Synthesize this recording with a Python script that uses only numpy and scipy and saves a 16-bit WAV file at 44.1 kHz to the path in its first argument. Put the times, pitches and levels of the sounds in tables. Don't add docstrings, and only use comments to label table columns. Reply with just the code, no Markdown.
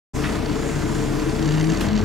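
import sys
import numpy as np
from scipy import signal
from scipy.fft import rfft, irfft
from scipy.io import wavfile
from scipy.ndimage import uniform_filter1d

SR = 44100
rng = np.random.default_rng(int(sys.argv[2]) if len(sys.argv) > 2 else 0)


def boost_factor(decibels):
    exponent = np.asarray(decibels, float) / 20
    return 10 ** exponent


def master(y):
    cut = np.clip(np.atleast_2d(y).T, -1, 1)
    pcm = np.round(cut * 32767)
    wavfile.write(sys.argv[1], SR, pcm.astype(np.int16))


N = 90272
T = np.arange(N) / SR


def rms_one(x):
    return x / np.sqrt(np.mean(x ** 2) + 1e-20)


def at_hz(points, hz):
    f, v = np.transpose(points)
    return np.interp(np.log(hz + 20), np.log(f + 20), v)


def drift(rate_hz):
    hop = 40
    r = np.exp(-2 * np.pi * rate_hz * hop / SR)
    slow = signal.lfilter([1], [1, -2 * r, r * r], rng.standard_normal(N // hop + 2002))[2000:]
    return np.interp(np.arange(N) / hop, np.arange(len(slow)), rms_one(slow - slow.mean()))


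def resonate(x, hz, width_hz):
    r = np.exp(-np.pi * width_hz / SR)
    poles = [1, -2 * r * np.cos(2 * np.pi * hz / SR), r * r]
    return signal.lfilter([(1 - r * r) / 2, 0, (r * r - 1) / 2], poles, x + 1e-18)


def rung_noise(peaks):
    white = rng.standard_normal(N)
    out = 0
    for k, (hz, width_hz, db) in enumerate(peaks):
        out = out + (-1) ** k * boost_factor(db) * rms_one(resonate(white, hz, width_hz))
    return rms_one(out)


# (frequency [Hz], correlation [-1 to 1])
LIKENESS = [(60, 0.82), (150, 0.83), (300, 0.61), (550, 0.4), (1000, 0.86), (3000, 0.8), (8000, 0.73),
            (15000, 0.66)]


def noise(spectrum, patchy_db):
    out, together, edges = 0, drift(6), np.geomspace(20, 17000, 27)
    white = rng.standard_normal((2, 2, N))
    for k, (low, high) in enumerate(zip(edges, edges[1:])):
        hz = np.sqrt(low * high)
        if hz < spectrum[0][0] / 2:
            continue
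        band = signal.butter(2, [low, high], "band", fs=SR, output="sos")
        mid, side = signal.sosfilt(band, white[k % 2])
        alike = np.clip(at_hz(LIKENESS, hz), 0, 1)
        gain = boost_factor(at_hz(spectrum, hz) + patchy_db * (0.077 * together + drift(5.6)))
        out = out + gain * (np.sqrt(1 + alike) * mid + np.sqrt(1 - alike) * side * [[1], [-1]])
    return rms_one(out)


def burst(start_s, attack_s, decay_s, db):
    t = np.maximum(T - start_s, 0)
    return boost_factor(db) * np.minimum(t / attack_s, 1) * np.exp(-np.maximum(t - attack_s, 0) / decay_s)


# (time [s], gearbox tone [Hz], gearbox tone [dB], firing tone [dB], second order [dB], load [dB])
ENGINE = [(.2, 136.1, -30, -34, -32, 2), (0.332, 137.4, -52, -42, -33, 10),
          (0.439, 135.6, -32, -33, -35.5, 2.5), (.64, 134.1, -36.5, -36.5, -35, 4),
          (1.12, 133.9, -29.5, -31, -39, 4.5), (1.3, 137.4, -35, -32, -34, 3),
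          (1.432, 146.9, -25, -33, -33, 3), (1.549, 153.7, -20.5, -32, -41, 5),
          (1.698, 160.7, -22, -34, -51, -1), (1.722, 161.6, -19.5, -37, -40, 3),
          (1.741, 174, -36, -32, -42, 12), (1.765, 194.4, -27.5, -33, -40, 2),
          (1.84, 195.7, -30, -26.5, -34.5, 11), (1.899, 208.5, -25.5, -40, -23.5, 5.5),
          (1.949, 212.5, -18, -28, -52, -0.5), (2.009, 212, -24, -28, -27.5, 4),
          (2.045, 216.3, -26, -36, -19, 1)]
# (time [s], firing rate [Hz])
FIRING = [
    (.2, 30.11),
    (1.1, 29.88),
    (1.3, 30.6),
    (1.43, 32.36),
    (1.56, 34.24),
    (1.69, 35.69),
    (1.82, 40.5),
    (1.95, 45.27),
    (2.05, 48.14),
]


def engine_state():
    s, *columns = np.transpose(ENGINE)
    rate = np.interp(T, *np.transpose(FIRING))
    return rate, np.cumsum(rate) / SR, [np.interp(T, s, c) for c in columns]


# (multiple of firing rate [1], level re firing tone [dB])
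LOW_ORDERS = [(3, -5), (4, -11.5), (5, -8.5)]
# (frequency [Hz], width [Hz], level [dB])
CABIN = [(224.3, 23.6, -1.5), (275.2, 19, -6), (297.4, 22, -0.5), (327.4, 33.3, -1), (446.8, 21.5, -2.5),
         (416, 35, -9.5), (643, 59, -14.5), (1001, 47, -13.5), (1753, 71, -24.5), (2190, 200, -26)]


def tones(turns, rate, gear_hz, gear_db, firing_db, second_db):
    wobble_hz = 19.7

    def order(k):
        return np.sqrt(2) * np.sin(2 * np.pi * (k * turns + rng.random()))

    out = boost_factor(firing_db) * order(1) + boost_factor(second_db) * order(2)
    for k, db in LOW_ORDERS:
        out += boost_factor(firing_db.mean() + db - 0.5 * drift(wobble_hz)) * order(round(k))
    for k in range(6, 17):
        lift = sum(boost_factor(db) / (1 + (2 * (k * rate - hz) / w) ** 2) for hz, w, db in CABIN)
        out += boost_factor(-37 + 3.5 * drift(wobble_hz)) * lift * order(k)
    gear_phase = 2 * np.pi * np.cumsum(gear_hz) / SR
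    overtone_db = -22
    gear = np.sin(gear_phase) + boost_factor(overtone_db) * np.sin(2 * gear_phase)
    return out + boost_factor(gear_db) * np.sqrt(2) * gear


CYLINDERS_DB = [2, -1.5, 1.5, -0.5, 3.9, 0.5]


def firings(turns, jitter_s, spread_db):
    at = np.flatnonzero(np.diff(np.floor(turns)))
    draw = rng.standard_normal((len(at), 2))
    clicks = np.zeros(N)
    where = np.clip(at + draw[:, 0] * jitter_s * SR, 0, N - 1).astype(int)
    clicks[where] = boost_factor(np.resize(CYLINDERS_DB, len(at)) + spread_db * draw[:, 1])
    return clicks


def thump(turns):
    push = rms_one(firings(turns, jitter_s=0.000619, spread_db=3)) + rng.standard_normal(N)
    rung = sum((-1) ** k * boost_factor(db) * resonate(push, hz, w) for k, (hz, w, db) in enumerate(CABIN))
    return boost_factor(-32) * rms_one(rung)


# (frequency [Hz], density [dB per Hz])
KNOCK = [(700, -5), (1500, 2), (2500, -14), (4500, -9.5), (7000, -16.5), (9000, -53.5), (16000, -33)]


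def knock(turns, load_db):
    decay_s, level_db, load_share = 0.015, -43, 0.6
    fall = np.exp(-1 / (decay_s * SR))
    late = turns + .3
    gate = signal.lfilter([1], [1, -fall], firings(late, jitter_s=0.0033, spread_db=0.5))
    return boost_factor(level_db + load_share * load_db) * rms_one(gate) * noise(KNOCK, patchy_db=-0.5)


# (time [s], frequency [Hz], level [dB])
DRONE = [
    (1.15, 309.5, -39),
    (1.224, 305, -26),
    (1.258, 322.3, -31.5),
    (1.38, 307, -35),
    (1.42, 323.2, -27.5),
    (1.574, 308.6, -36.5),
    (1.818, 331.2, -30.5),
    (1.858, 314.2, -29),
    (1.97, 330.7, -34),
]


def drone():
    s, hz, db = np.transpose(DRONE)
    edge_s, wobble_db = .05, 4
    edge = np.interp(T, [s[0] - edge_s, s[0], s[-1], s[-1] + edge_s], [0, 1, 1, 0])
    level = boost_factor(np.interp(T, s, db) + wobble_db * drift(15.3))
    phase = 2 * np.pi * np.cumsum(np.interp(T, s, hz)) / SR
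    return edge * level * np.sqrt(2) * np.sin(phase)


# (time [s], peak level [dB], squeak [Hz], body re
# peak [dB])
PANEL_TAPS = [(0.3341, -39, 4650, 1), (0.4475, -39, 4650, -3), (0.4591, -34, 4650, -2),
              (0.482, -41, 4600, 1), (0.4935, -35, 4650, -2), (0.5147, -36.5, 4650, -2),
              (0.5275, -36.5, 4600, -1), (0.566, -47, 4600, 8), (1.1957, -35, 4650, 1),
              (1.294, -35, 4650, 2), (1.3619, -38, 4650, 0), (1.3928, -36, 4600, 0),
              (1.4251, -32.5, 4720, 5), (1.4463, -36, 4744, -7), (1.4574, -31.5, 4700, 2),
           (1.4757, -34.5, 4631, 5), (1.4884, -32, 4700, 2), (1.508, -36, 4625, 5),
           (1.52, -32.5, 4690, 2.5), (1.541, -41, 4750, 9.5), (1.549, -35, 4620, 3.5),
           (1.572, -36, 4620, 2), (1.5804, -33, 4600, 1), (1.589, -44, 4700, -3), (1.5974, -31, 4687, 3),
           (1.61, -31.5, 4600, 4), (1.6284, -34, 4622, -2), (1.6418, -34, 4650, 6), (1.6693, -33, 4720, 0),
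           (1.6927, -34.5, 4657, 4.5), (1.6992, -34.5, 4600, 7.5), (1.7192, -34, 4725, 7),
           (1.7461, -29, 4620, -5), (1.772, -30, 4530, 1), (1.7964, -36, 4470, 5), (1.8616, -43, 4380, -5),
           (1.8852, -30.5, 4470, -0.5), (1.9096, -41, 4500, 2), (1.9303, -33.5, 4400, -1),
           (1.9536, -34, 4400, 4), (1.963, -35, 4360, 4), (1.975, -33.5, 4610, 5), (1.985, -37, 4435, 3),
           (2.0115, -36.5, 4345, 3), (2.0374, -41, 4480, -2)]
# (frequency ratio [1], level [dB])
SQUEAK = [(1.007, -1.5), (1.33, -9), (1.57, -10)]
# (frequency [Hz], width [Hz], level [dB])
PANEL = [(1730, 200, -1), (2000, 300, -4), (2730, 200, -2), (3050, 250, -4), (3700, 350, -7),
         (5670, 200, -10), (6400, 250, -9), (6820, 200, -11), (7330, 150, -10)]
BUZZ_HZ = [1580, 7350]


def panel():
    s, db, hz, body_db = np.transpose(PANEL_TAPS)
    draw = rng.standard_normal((len(s), len(SQUEAK)))
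    at = (s * SR).astype(int)
    clicks = np.zeros(N)
    clicks[at] = boost_factor(db + body_db)
    band = signal.butter(3, BUZZ_HZ, "band", fs=SR, output="sos")
    buzz = signal.sosfilt(band, rng.standard_normal(N))
    tap_s, squeak_s, rise, spread_db = 0.006, .0075, .15, 1.5
    gate = signal.lfilter([1], [1, -np.exp(-1 / (tap_s * SR))], uniform_filter1d(clicks, size=45))
    out = gate * (boost_factor(-9) * rms_one(buzz) + boost_factor(-2.5) * rung_noise(PANEL))
    t = np.arange(int(squeak_s * SR)) / SR
    turns = hz[:, None] * (t + rise * (t * t / (2 * squeak_s) - t / 2))
    shape = np.sin(np.pi * np.sqrt(t / squeak_s)) ** 2
    where = np.minimum(at[:, None] + np.arange(len(t)), N - 1)
    for k, (ratio, level_db) in enumerate(SQUEAK):
        peak = boost_factor(db + level_db + spread_db * draw[:, k])[:, None]
        np.add.at(out, where, peak * shape * np.sin(2 * np.pi * ratio * turns))
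    return signal.sosfilt(signal.butter(6, 7800, fs=SR, output="sos"), out)


# (frequency [Hz], density [dB per Hz])
CLUNK_COLOUR = [(500, -25), (1000, -6), (1300, 0), (2100, 0), (3500, -9), (6000, -28), (16000, -60)]
# (frequency [Hz], width [Hz], level [dB])
CLUNK_RINGS = [(1030, 70, -1), (1230, 45, 2), (1700, 130, -5), (1890, 96, 1.5), (2710, 65, -12),
               (3640, 97, -11)]


def clunks():
    at_s, attack_s, decay_s = .23, .014, .045
    dull = noise(CLUNK_COLOUR, patchy_db=.5)
    ringing = burst(at_s, attack_s, decay_s, db=-32) * rung_noise(CLUNK_RINGS)
    knocks = burst(at_s, attack_s, decay_s, db=-28.5) + burst(0.62, 0.0088, 0.011, db=-42)
    return ringing + knocks * dull


# (frequency [Hz], density [dB per Hz])
PUFF_COLOUR = [(700, -8), (2200, 1), (4000, -6), (8000, -13), (12000, -17), (16000, -24)]


def puff():
    return burst(1.806, attack_s=.003, decay_s=.016, db=-26) * noise(PUFF_COLOUR, patchy_db=.5)


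def whistle(hz, width_hz, db, times_s):
    once = resonate(rng.standard_normal(N), hz, width_hz)
    thin = rms_one(resonate(once, hz, width_hz))
    return np.interp(T, times_s, [0, 1, 1, 0]) * boost_factor(db + 2.5 * drift(20)) * thin


# (time [s], level [dB])
AIR = [(.14, -44.5), (.2, -45.5), (.36, -46.5), (.42, -53), (.535, -48.5), (.58, -47.5), (.9, -45),
       (1.1, -46.5), (1.3, -46), (1.4, -48.5), (1.8, -49), (1.86, -45), (1.9, -67), (2.04, -58)]
# (frequency [Hz], density [dB per Hz])
LEAK_COLOUR = [(3000, -30), (5000, -1.5), (7000, 0.5), (8300, -5.5), (10500, -4.5), (13000, -23.5),
               (16000, -17)]
# start, full, fall and end [s]
WHISTLE_TIMES_S = [.54, 0.591, .92, 1.299]


def leak():
    hiss = boost_factor(np.interp(T, *np.transpose(AIR)) + 3) * noise(LEAK_COLOUR, patchy_db=1.5)
    valve = whistle(7012, 440, -49.5, WHISTLE_TIMES_S)
    intake = whistle(9400, 310, -56.5, [1.54, 1.59, 1.82, 1.88])
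    return hiss + valve + intake


# (frequency [Hz], density [dB per Hz])
BODY = [(22, -18), (140, -3), (300, -10), (560, -16), (2000, -24.5), (4200, -33.5), (8000, -44.5),
        (16000, -52.5)]


def body(load_db):
    return boost_factor(-29 + 0.31 * load_db) * noise(BODY, patchy_db=1)


def scene():
    rate, turns, (gear_hz, gear_db, firing_db, second_db, load_db) = engine_state()
    engine = tones(turns, rate, gear_hz, gear_db, firing_db, second_db)
    engine = engine + drone() + thump(turns) + knock(turns, load_db)
    return engine + body(load_db) + clunks() + puff() + panel() + leak()


# (frequency [Hz], left minus right [dB])
TILT = [(60, 2), (130, 4), (290, 6.5), (640, 6), (1410, 1), (3100, -4), (6820, -1.5), (15000, 2)]
# (frequency [Hz], left lead [rad])
LEAD = [(20, 0), (340, 1.2), (780, -.6), (2840, -.3), (4050, .15), (8350, -.1), (15300, -.1)]


def ports(dry):
    hz = np.fft.rfftfreq(2 * N, 1 / SR)
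    half = boost_factor(at_hz(TILT, hz) / 2) * np.exp(.5j * at_hz(LEAD, hz)) + 0j
    mirrored = np.hstack([dry, dry[:, ::-1]])
    return irfft(rfft(mirrored) * np.array([half, 1 / half]) * (hz < 15800))[:, :N]


def band_limit(x):
    return signal.sosfilt(signal.butter(12, 15770, fs=SR, output="sos"), x)


def record(dry):
    ceiling, fade_start_s, fade_s, end_s = .5, .134, .021, .003
    heard = ceiling * np.tanh(ports(dry) / ceiling)
    fade_in = np.clip((T - fade_start_s) / fade_s, 0, 1)
    fade_out = np.minimum((T[-1] - T) / end_s, 1)
    return band_limit(heard * fade_in * fade_out)


dry = scene()
out = record(dry)
master(out)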